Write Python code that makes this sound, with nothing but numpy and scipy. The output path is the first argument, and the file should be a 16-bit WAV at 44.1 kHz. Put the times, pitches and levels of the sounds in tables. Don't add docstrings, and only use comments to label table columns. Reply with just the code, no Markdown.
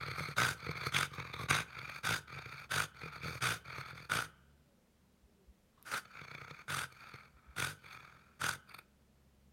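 import sys
import numpy as np
from scipy import signal
from scipy.fft import rfft, irfft
from scipy.io import wavfile
from scipy.ndimage import uniform_filter1d

SR = 44100
rng = np.random.default_rng(int(sys.argv[2]) if len(sys.argv) > 2 else 0)


def wav_record(signal):
    frames = np.transpose(np.atleast_2d(signal))
    bounded = np.clip(frames, -1, 1)
    quanta = np.round(bounded * 32767).astype(np.int16)
    wavfile.write(sys.argv[1], SR, quanta)


def gain_from_db(level_db):
    decades = np.asarray(level_db, float) / 20
    return 10 ** decades


N = 419832

# (frequency [Hz], width [Hz], level [dB])
CHEST = [(134.6, 46, 6), (95, 35, -4.5), (260, 600, -14), (492, 190, -7)]


def evened(x):
    return x / np.sqrt(np.mean(x ** 2) + 1e-20)


def read(points, hz):
    f, value = np.transpose(points)
    return np.interp(np.log(hz + 1), np.log(f + 1), value)


def add(mix, s, sound):
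    part = mix[max(round(s * SR), 0):][:len(sound)]
    part += sound[:len(part)]


def causal(gain):
    cepstrum = irfft(np.log(gain + 1e-5))
    half = len(cepstrum) // 2
    fold = np.r_[1, 2 * np.ones(half - 1), 1, np.zeros(half - 1)]
    return irfft(np.exp(rfft(cepstrum * fold)))[:half]


def tract(modes, spill=((100, -90), (9000, -90))):
    hz = np.fft.rfftfreq(8192, 1 / SR)
    power = gain_from_db(read(spill, hz)) ** 2
    for f, width, db in modes:
        power = power + gain_from_db(db) ** 2 / (1 + (1.93 * (hz - f) / width) ** 2) ** 2
    return causal(np.sqrt(power))


def split(x, hz):
    low = signal.sosfilt(signal.butter(4, hz, fs=SR, output="sos"), x)
    high = signal.sosfilt(signal.butter(4, hz, "high", fs=SR, output="sos"), x)
    return low, high


def turned(modes, s):
    from_s, to_s, lowest_factor, third_factor = 1.09, 1.6, 0.904, 1.053

    def moved(hz):
        if hz < 1400:
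            return hz * lowest_factor
        return hz * third_factor if 3000 < hz < 4000 else hz

    return [(moved(hz) if from_s < s < to_s else hz, width, db) for hz, width, db in modes]


def coloured(modes, spill, second_db, third_db, fourth_db, factor, top_db):
    modes = np.array(modes, float) * [factor, 1, 1]
    modes[1:4, 2] += second_db, third_db, fourth_db
    modes[-3:, 2] += top_db
    return [tract(modes * [pose, 1, 1], spill) for pose in (.975, 1.025)]


def flutter(t, marks, per_s, jitter):
    marks = np.r_[t[0] - 1, marks, t[-1] + 1]
    cycles = np.r_[0, np.cumsum(np.maximum(np.round(np.diff(marks) * per_s), 1))]
    between = np.interp(t, marks, np.arange(len(marks)))
    wander = evened(uniform_filter1d(uniform_filter1d(rng.standard_normal(len(t)), 1200), 1200))
    turns = np.interp(t, marks, cycles) + jitter * wander * np.sin(np.pi * between) ** 2
    return np.maximum.accumulate(turns)


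def catches(t):
    # (time [s], half length [s], flow change [dB], thump change [dB], fizz change [dB])
    throat_catches = [(0.21, 0.037, 2.5, 0.5, 5.5), (0.74, 0.012, -7, 4, -6.5), (0.871, 0.023, 5, -1, 8.5),
                      (1.15, 0.015, 2.5, -2, 10), (1.239, 0.0045, -8, 7.5, 0), (1.43, 0.026, 6, 4.5, 6),
                      (2.447, 0.019, -3.5, -26, -4), (3.108, 0.012, -9, 10, -5), (3.2, 0.025, -9, 6.5, -4),
                      (3.28, 0.057, 3, 10.5, 4), (3.8, .045, -1, 0, 6), (3.842, 0.017, -4.5, -3, -5),
                      (3.939, 0.016, -7.5, 17, -4), (4.02, 0.053, -3.5, 3, 1), (6.926, 0.0048, 0, -9, 13.5),
                      (7.93, 0.03, 0.5, -5, 6.5), (5.953, 0.029, 2.5, 0, -7), (8.51, 0.0068, -2, -7, 0),
                      (1.5, 0.013, 6, 4, 4), (2.38, 0.013, 7, 6, -3), (0.31, 0.02, 1.5, 2, 0),
                      (5.787, 0.0076, 11, 1, 0), (6.262, 0.0071, -8, 2, -2), (3.16, .015, 1.5, 7.5, -1.5),
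                      (1.032, .005, 4, 1, 1), (1.51, 0.0039, 2, 0.5, 0), (7.603, 0.0027, 3, 0.5, -1),
                      (8.467, 0.0043, 0.5, 2.5, 1), (8.493, 0.0047, 1.5, 0, 2.5),
                      (6.798, 0.0084, 2.5, -2, 0), (3.473, .005, 2.5, -0.5, 0), (0.39, .006, 3.5, 0.5, 0.5),
                      (7.652, 0.0043, 0, 0, 0), (2.147, 0.0074, 1, -1, -3), (1.4, .02, 4, 1, 0),
                      (2.8, .02, 1.5, 5, 1)]
    s, half, *changes_db = np.transpose(throat_catches)
    return np.array(changes_db) @ np.exp(-((t - s[:, None]) / half[:, None]) ** 2)


def breath(rows, poses, marks, per_s, jitter, leak, swell, uneven_db, snap, first=0, last=10):
    s, *columns = np.transpose(rows)
    t = np.arange(s[0], s[-1], 1 / SR)
    flow_db, thump_db, fizz_db = np.array([np.interp(t, s, c) for c in columns]) + catches(t)

    turns = flutter(t, marks, per_s, jitter)
    cycle = turns.astype(int)
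    overall, middle_luck, top_luck, pose = np.clip(rng.standard_normal((200, 4)), -1.5, 1.5)[cycle].T
    strength = gain_from_db(uneven_db * overall)
    shut = strength * (np.diff(cycle, prepend=cycle[0]) > 0)

    leak = leak * gain_from_db(np.maximum(-61 - flow_db, 0))
    gate = uniform_filter1d(leak + strength * np.exp((turns % 1 - 1) / swell), 110)
    rebound = np.exp(-np.arange(500) / 70)
    gate += .4 * signal.oaconvolve(shut, rebound)[:len(t)]
    gate += snap * signal.oaconvolve(shut, np.hanning(120), "same")
    smooth_air = (t < first - .004) | (t > last + .008)
    gate = np.where(smooth_air, .5, gate)
    gate = gate / uniform_filter1d(gate, 3000)

    air = gate * rng.standard_normal(len(t))
    blend = np.pi / 4 * (1 + np.tanh(uniform_filter1d(pose + 2 * (t > last - .02), 400)))
    hiss = signal.oaconvolve(air * np.cos(blend), poses[0])
    hiss += signal.oaconvolve(air * np.sin(blend), poses[1])
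    low, high = split(hiss[:len(t)], 5200)
    bottom, middle = split(low, 1600)
    dull_db = .4 * np.minimum(flow_db + 56, 0)
    low = bottom + middle * gain_from_db(1.5 * uniform_filter1d(middle_luck, 200) + dull_db)

    spray = uniform_filter1d(gate, 350) * gain_from_db(1.9 * uniform_filter1d(top_luck, 200))
    fizz = signal.oaconvolve(spray * rng.standard_normal(len(t)), poses[0])[:len(t)]
    high = high + split(fizz, 5200)[1]

    knocks = evened(uniform_filter1d(shut * gain_from_db(3 * middle_luck), 50))
    knocks += .6 * evened(gate) * rng.standard_normal(len(t))
    thump = signal.oaconvolve(knocks, tract(CHEST))[:len(t)]
    sound = evened(low) + gain_from_db(fizz_db) * evened(high) + gain_from_db(thump_db) * evened(thump)
    return s[0], gain_from_db(flow_db) * sound * signal.windows.tukey(len(t), .07)


def draw(start, attack, length, flow_db, drift_db, thump_db, early_db, late_db, release):
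    start_db, end_db, edge_thump_db, edge_fizz_db = -15, -26, 3, 7.5
    end = start + length
    return [(start, flow_db + start_db, thump_db + edge_thump_db, early_db + edge_fizz_db),
            (start + attack, flow_db, thump_db, early_db),
            (end - release, flow_db + drift_db, thump_db, late_db),
            (end, flow_db + drift_db + end_db, thump_db + edge_thump_db, late_db)]


def slap(s, peak_db, puff_db, nose):
    t = np.arange(-.012, .08, 1 / SR)
    gust = np.where(t < 0, np.exp(t / .004), np.exp(-t / .0028)) * rng.standard_normal(len(t))
    puff = signal.oaconvolve(gust, nose)[:len(t)]
    shift = 1 + .12 * rng.uniform(-0.86, 1, 4)[:, None] * [1, 0, 0]
    chest = tract(np.array(CHEST) * shift * [1, .8, 1])
    knock = signal.oaconvolve(np.exp(-(t / 0.00035) ** 2), chest)[:len(t)]
    sound = 1.9 * knock / abs(knock).max() + 0.81 * gain_from_db(puff_db) * puff / abs(puff).max()
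    return s + t[0], gain_from_db(peak_db) * sound


def rattle(first, last, per_s, peak_db, puff_db):
    s = np.linspace(first, last, round((last - first) * per_s) + 1)
    chance = np.clip(rng.standard_normal((20, 3)), -1.5, 1.5)[:len(s)].T
    uneven_db = 8.5 * chance[0]
    late_s = .002 * chance[1]
    return list(zip(s + late_s, peak_db + uneven_db, puff_db - 0.3 * uneven_db + 2.8 * chance[2]))


def draws_in():
    # (start [s], attack [s], length [s], air flow [dB], drift of flow over the hold [dB])
    draw_events = [(0, 0.0033, 0.37, -43, -4), (0.555, 0.09, 0.4, -46, 2.5),
                   (1.102, 0.095, 0.23, -45.5, -5.5), (1.324, 0.0063, 0.16, -47.5, -3.5),
                   (1.66, 0.092, 0.38, -47.5, -2), (2.266, 0.028, 0.42, -50, -1.5),
                   (2.933, 0.075, .47, -49, 1.5), (3.635, 0.1, 0.48, -44.5, -8),
                   (5.722, .068, 0.17, -72.5, -2), (6.041, 0.12, 0.66, -53.5, -2.5),
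                   (6.892, 0.13, 0.49, -53.5, -6), (7.328, 0.017, 0.28, -68.5, 2),
                   (7.784, 0.07, 0.22, -57.5, 5.5), (7.972, 0.018, 0.46, -57, -14.5),
                   (8.669, 0.025, .2, -57.5, -10.5)]
    # (thump re flow [dB], early fizz re flow [dB], late fizz re flow [dB], release [s])
    draw_efforts = [(-7.5, -22.5, -12.5, 0.05), (-5, -18, -15.5, 0.09), (-0.5, -20, -17.5, 0.015),
                    (-1.5, -18.5, -16.5, 0.022), (-9.5, -22.5, -12, 0.057), (-6, -20.5, -13, 0.031),
                    (-10, -19.5, -11, 0.011), (-6, -21.5, -11.5, 0.064), (-11, -23, -3, 0.047),
                    (-14.5, -19, -15.5, 0.082), (-9, -17, -18.5, 0.13), (-11, -46, -30.5, .015),
                    (-8.5, -15, -19.5, .03), (-7.5, -15.5, -21, 0.025), (-6, -19, -20, 0.036)]
    # (2nd, 3rd, 4th resonance [dB], tract factor [1], top resonances [dB])
    draw_colours = [(0.5, 3.5, 3, 0.982, 4.5), (1, 3, 3.5, 0.984, 0), (1, 5.1, -2, 1.003, -3),
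                    (0.5, 9.2, -3.5, 0.984, 2), (1.5, 3.2, -1, 1.013, -1), (1.5, 4, 1, 1.008, 1.5),
                    (1, 3.8, 1, 1, 1), (.5, 4.2, 1.5, 0.998, 1.5), (-16.5, 3.5, 3, 0.85, .1),
                    (0.5, 2, -2.5, 1.012, -14.5), (0.5, 2.4, -0.5, 1.008, 2), (-3.5, 2, -5, 1, .1),
                    (1.5, 5.7, -1, 1.008, 3), (-1.5, 2.6, -4.5, 1.013, -2), (2, 4.7, 3.5, 1.036, 16)]
    # (time [s], thump peak [dB], puff re thump [dB])
    single_slaps = [(.033, -60, 13), (.084, -38.5, 6.5), (.115, -41.5, 10.5), (.183, -39.5, 2.5),
                    (.207, -36.5, 3), (.287, -38.5, -6), (.603, -65.5, 25.5), (.667, -40, 6),
                    (.692, -33, -22.5), (.714, -49.5, 22), (.837, -51.5, 18), (.868, -34, 3.5),
                    (1.138, -52.5, 12), (1.201, -45, 12), (1.34, -44, 15), (1.412, -47.5, -3),
                    (1.753, -60.5, 20.5), (1.791, -48.5, 15.5), (1.829, -69.5, 27.5), (1.898, -52.5, 20.5),
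                    (1.962, -54.5, 23), (2.28, -65, 10.5), (3.035, -42.5, -1.5), (3.783, -41, 7),
                    (3.232, -57, 2), (3.258, -37.5, 1), (3.294, -47, 7), (3.33, -51.5, 8),
                    (3.354, -41, -2.5), (6.056, -61.5, 20.5), (6.192, -65, 18), (6.216, -47.5, 11),
                    (6.251, -60, 22), (6.283, -56, 15), (6.315, -50, 15.5), (6.35, -49.5, 14),
                    (6.383, -52, 12), (6.417, -47.5, 10.5), (6.449, -54.5, 14.5), (6.481, -54, 16),
                    (6.511, -45.5, 9.5), (6.593, -59, 17), (6.924, -59, 14.5), (7.141, -46.5, 9.5),
                    (7.16, -72, 29.5), (7.843, -57, 8), (3.016, -57.5, 16.5), (3.06, -42, 3.5),
                    (3.161, -57.5, 17.5), (7.864, -65, 23), (7.886, -72, 20.5), (7.931, -67, 21),
                    (7.948, -60, 19), (1.162, -55, 16), (2.326, -61, 18), (2.362, -59, 10),
                    (2.619, -62, 19), (3.728, -58, 17), (3.812, -58, 16), (8.052, -68, 22)]
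    # (first [s], last [s], rate [1/s], thump peak [dB], puff re thump [dB])
    slap_runs = [
        (2.39, 2.561, 30.5, -56, 13.5),
        (8.697, 8.791, 45, -71.5, 26.5),
    ]
    # (frequency [Hz], width [Hz], level [dB])
    nose_in = [(1309, 220, 0), (2316, 293, -1), (3525, 440, -16), (4430, 400, -10.5), (1522, 340, -8.5),
               (5515, 240, -24.5), (6446, 320, -20.5), (8940, 600, -28.5), (11400, 800, -31),
               (13700, 800, -32.5)]
    # (frequency [Hz], level [dB])
    spill_in = [(300, -21), (900, -12.5), (2000, -14), (2900, -34.5), (4000, -28), (5600, -37),
                (15000, -40.5)]

    mix = np.zeros(N)
    every_slap = sorted(single_slaps + sum((rattle(*row) for row in slap_runs), []))
    for event, effort, colour in zip(draw_events, draw_efforts, draw_colours):
        nose = coloured(turned(nose_in, event[0]), spill_in, *colour)
        rows = draw(*event, *effort)
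        slaps = [row for row in every_slap if rows[0][0] < row[0] < rows[-1][0]]
        marks = [row[0] + 0.0026 for row in slaps]
        add(mix, *breath(rows, nose, marks, per_s=42, jitter=.3, leak=.38, swell=.4, uneven_db=2.4, snap=.5))
        for row in slaps:
            add(mix, *slap(*row, nose[0]))
    return mix


def hush():
    # (frequency [Hz], level [dB per Hz])
    hush_colour = [(15, -51), (25, -15.5), (161, -14.5), (195, -7), (263, -22), (317, -19.5), (503, -21),
                   (560, -22), (818, -28), (16000, -43)]
    # (frequency [Hz], level [dB])
    hum_tones = [(232, -80), (69, -60.5), (138, -65)]
    # (time [s], level [dB])
    engine_level = [
        (4.55, -5.5),
        (4.7, -19),
        (5.9, -16),
        (8.95, -11.5),
        (9.2, -7.5),
        (9.52, -5.5),
    ]

    t, hz = np.arange(N) / SR, np.fft.rfftfreq(N, 1 / SR)
    waver = evened(uniform_filter1d(rng.standard_normal(N), 6000))
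    tones = []
    for f, db in hum_tones:
        phase = 2 * np.pi * np.cumsum(f * (1 + 0.03 * waver)) / SR
        tones.append(gain_from_db(db + 1.78 * waver) * np.sin(phase))
    hum, *engine = tones
    engine = sum(engine) * gain_from_db(np.interp(t, *np.transpose(engine_level)))
    hiss = irfft(rfft(rng.standard_normal(N)) * gain_from_db(read(hush_colour, hz)), N)
    return gain_from_db(-71) * evened(hiss) + hum + engine


def snort(start, first, last, flow_db, drift_db, thump_db, fizz_db, release):
    burst_s = 0.019
    burst_db = -5 - 130 * (first - start - burst_s)
    full = first + 0.023
    go = max(last - 0.024, full + .004)
    late_db = flow_db + drift_db
    end, end_db = last + release, late_db - 23.5
    burst_thump_db, burst_fizz_db = thump_db - 1, fizz_db - 1.5
    end_thump_db, end_fizz_db = thump_db + 11, fizz_db + 2
    return [(start, flow_db - 30.5, burst_thump_db, burst_fizz_db),
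            (start + burst_s, flow_db + burst_db, burst_thump_db, burst_fizz_db),
            (full, flow_db, thump_db, fizz_db - 0.75),
            ((full + go) / 2, flow_db + drift_db / 2 + 1, thump_db, fizz_db),
            (go, late_db, thump_db, fizz_db),
            (last + 0.52 * release, late_db - 7.5, thump_db, end_fizz_db),
            (end, end_db, end_thump_db, end_fizz_db),
            (end + 0.048, end_db - 12.5, end_thump_db, end_fizz_db)]


def nostril_pop(peak_db, nose):
    decay_s = 0.0012
    click = np.exp(-np.arange(0, .02, 1 / SR) / decay_s) * rng.standard_normal(SR // 50)
    pop = signal.oaconvolve(click, nose)
    pop = split(pop, 5000)[0] + gain_from_db(-12) * pop
    return gain_from_db(peak_db) * pop / abs(pop).max()


def snorts_out():
    # (start [s], first flap [s], last flap [s], flap rate [1/s], air flow [dB])
    snort_events = [(0.355, 0.368, .512, 55, -32.5), (0.913, 0.926, 1.032, 47, -34),
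                    (1.478, 1.489, 1.606, 54, -34), (2.024, 2.036, 2.165, 48.7, -36),
                    (2.69, 2.696, 2.842, 50, -36.5), (3.401, 3.41, 3.543, 56, -34.5),
                    (4.085, 4.1, 4.224, 52, -34), (5.845, 5.919, 5.979, 31, -39),
                    (6.672, 6.684, 6.841, 43.4, -39), (7.552, 7.567, 7.672, 50.4, -39.5),
                    (8.388, 8.418, 8.538, 46.4, -36.5)]
    # (drift of flow [dB], chest thump re flow [dB], fizz re flow [dB], release [s])
    snort_efforts = [(-2, -7.5, -10.5, 0.04), (0, -9.5, -11, 0.046), (-0.5, -8, -12.5, 0.039),
                     (0.5, -7.5, -9.5, 0.04), (-0.5, -9.5, -9, 0.028), (-3, -6.5, -9.5, 0.045),
                     (-3.5, -9.5, -11.5, 0.052), (0, -19.5, -6, 0.034), (-0.5, -8.5, -9, 0.03),
                     (1.5, -6, -7.5, 0.071), (-3, -8.5, -8.5, 0.031)]
    # (2nd, 3rd, 4th resonance [dB], tract factor [1], top resonances [dB])
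    snort_colours = [(-22.5, -0.5, -2.5, 1, -4.5), (6, 4.5, 2, 0.99, -0.5), (8, 4.5, 5.5, 0.99, 2),
                     (1, 2, -2, 1.008, -4), (2, 1.5, -1, 0.998, 1), (5, 2, -3, 0.995, -2.5),
                     (-4, -0.5, -0.5, 0.982, 1.5), (-19.5, -6, -13, 0.988, -2), (-2, -0.5, -5, 0.99, 0.5),
                     (5, 2.5, -2, 0.99, 1), (-10.5, -1.5, 0.5, 0.988, 1)]
    # (flap where the rate changes [s], leak past the palate [1], nostril pop peak [dB])
    snort_paces = [(.468, 0.31, -39.5), (.989, .22, -34.5), (1.552, 0.36, -33.5), (2.11, 0.26, -48.5),
                   (2.764, 0.32, -49), (3.473, 0.5, -46), (4.156, 0.27, -33), (5.944, 0.82, -60),
                   (6.77, 0.38, -34), (7.603, 0.23, -38), (8.493, 0.23, -36)]
    # (frequency [Hz], width [Hz], level [dB])
    nose_out = [(1478, 196, -0.5), (2350, 620, -15.5), (3555, 440, -12.5), (6430, 670, -20.5),
                (1283, 170, -5.5), (4700, 200, -15), (9280, 1600, -21.5), (11600, 700, -27),
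                (13200, 750, -31.5)]
    # (frequency [Hz], level [dB])
    spill_out = [(300, -18), (900, -14.5), (2300, -14), (5000, -24), (7600, -29), (15000, -36.5)]

    mix = np.zeros(N)
    for event, effort, colour, pace in zip(snort_events, snort_efforts, snort_colours, snort_paces):
        start, first, last, per_s, flow_db = event
        change, leak, pop_db = pace
        nose = coloured(turned(nose_out, start), spill_out, *colour)
        rows = snort(start, first, last, flow_db, *effort)
        add(mix, *breath(rows, nose, [first, change, last], per_s, jitter=.05, leak=leak, swell=.36,
                         uneven_db=1.0, snap=.55, first=first, last=last))
        add(mix, first - .003, nostril_pop(pop_db, nose[1]))
    return mix


def blotchy(x):
    hz, _, z = signal.stft(x, SR, nperseg=256)
    noise = rng.standard_normal(z.T.shape)
    patches = evened(uniform_filter1d(uniform_filter1d(noise, size=6, axis=0), size=4, axis=1)).T
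    patch_db = 1.7 * patches * (hz[:, None] > 1900) - 1
    return signal.istft(z * gain_from_db(patch_db), SR, nperseg=256)[1][:N]


def whines():
    # (start [s], length [s], level [dB], first pitch [Hz], last pitch [Hz])
    whine_events = [
        (4.64, 0.17, -77, 592, 488),
        (5.248, 0.097, -73.5, 395, 430),
        (5.351, .11, -71.5, 411, 354),
    ]
    mix = np.zeros(N)
    for s, length, db, first_hz, last_hz in whine_events:
        u = np.arange(0, 1, 1 / (SR * length))
        waver = evened(uniform_filter1d(rng.standard_normal(len(u)), 500))
        hz = first_hz + (last_hz - first_hz) * u + 14 * waver
        swell = gain_from_db(db + 4.5 - 13 * abs(2 * u - 1))
        add(mix, s, swell * np.sin(2 * np.pi * np.cumsum(hz) / SR))
    return mix


def thuds():
    # (time [s], peak [dB], pitch [Hz])
    floor_thuds = [
        (5.25, -60, 59.8),
        (5.498, -52.5, 60.56),
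        (7.363, -57, 63),
        (7.499, -52, 62.7),
    ]
    mix, t = np.zeros(N), np.arange(-.05, .05, 1 / SR)
    for s, db, hz in floor_thuds:
        add(mix, s + t[0], gain_from_db(db) * np.exp(-(t / 0.019) ** 2) * np.cos(2 * np.pi * hz * t))
    return mix


def wet_tick():
    # (time [s], peak [dB])
    lip_ticks = [
        (5.8267, -40),
    ]
    mix = np.zeros(N)
    for s, db in lip_ticks:
        tick = np.exp(-np.arange(200) / 30.0) * rng.standard_normal(200)
        add(mix, s, gain_from_db(db) * (split(tick, 8450)[1] + gain_from_db(-7) * split(tick, 1100)[1]))
    return mix


def dog():
    return blotchy(draws_in() + snorts_out()) + whines() + wet_tick()


def room(x, decays):
    taps = np.zeros(SR)
    at = np.arange(250, len(taps) - 20, 20)
    taps[at + rng.integers(0, 20, len(at))] = rng.choice([-1., 1.], len(at))
    hz, t, z = signal.stft(taps, SR, nperseg=256)
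    tail = signal.istft(z * gain_from_db(-60 * t / read(decays, hz)[:, None]), SR, nperseg=256)[1]
    return signal.fftconvolve(x, tail / np.linalg.norm(tail))[:N]


def scene():
    # (frequency [Hz], t60 [s])
    room_decay = [(100, .5), (1500, .85), (3200, .8), (8000, .3)]
    # (frequency [Hz], t60 [s])
    corner_decay = [(100, .2), (9000, .17)]
    # (frequency [Hz], width [Hz], level [dB])
    furniture = [(1550, 170, 6), (3070, 280, 12)]

    near = split(dog(), 56)[1]
    ringing = tract(furniture, [(1000, 5.0), (4000, -4), (9000, -8.5)])
    echo = signal.oaconvolve(room(near, room_decay), ringing)[:N]
    early = gain_from_db(-17) * room(near, corner_decay)
    return (near + early + gain_from_db(-30.0) * echo + thuds() + hush())[None]


def band_limit(x):
    return signal.sosfilt(signal.butter(12, 16470, fs=SR, output="sos"), x)


def record(dry):
    edge = signal.firwin(511, 16100, window=("kaiser", 9), fs=SR)
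    mix = signal.oaconvolve(dry, edge[None], "same")
    return band_limit(mix)


dry = scene()
out = record(dry)
wav_record(out)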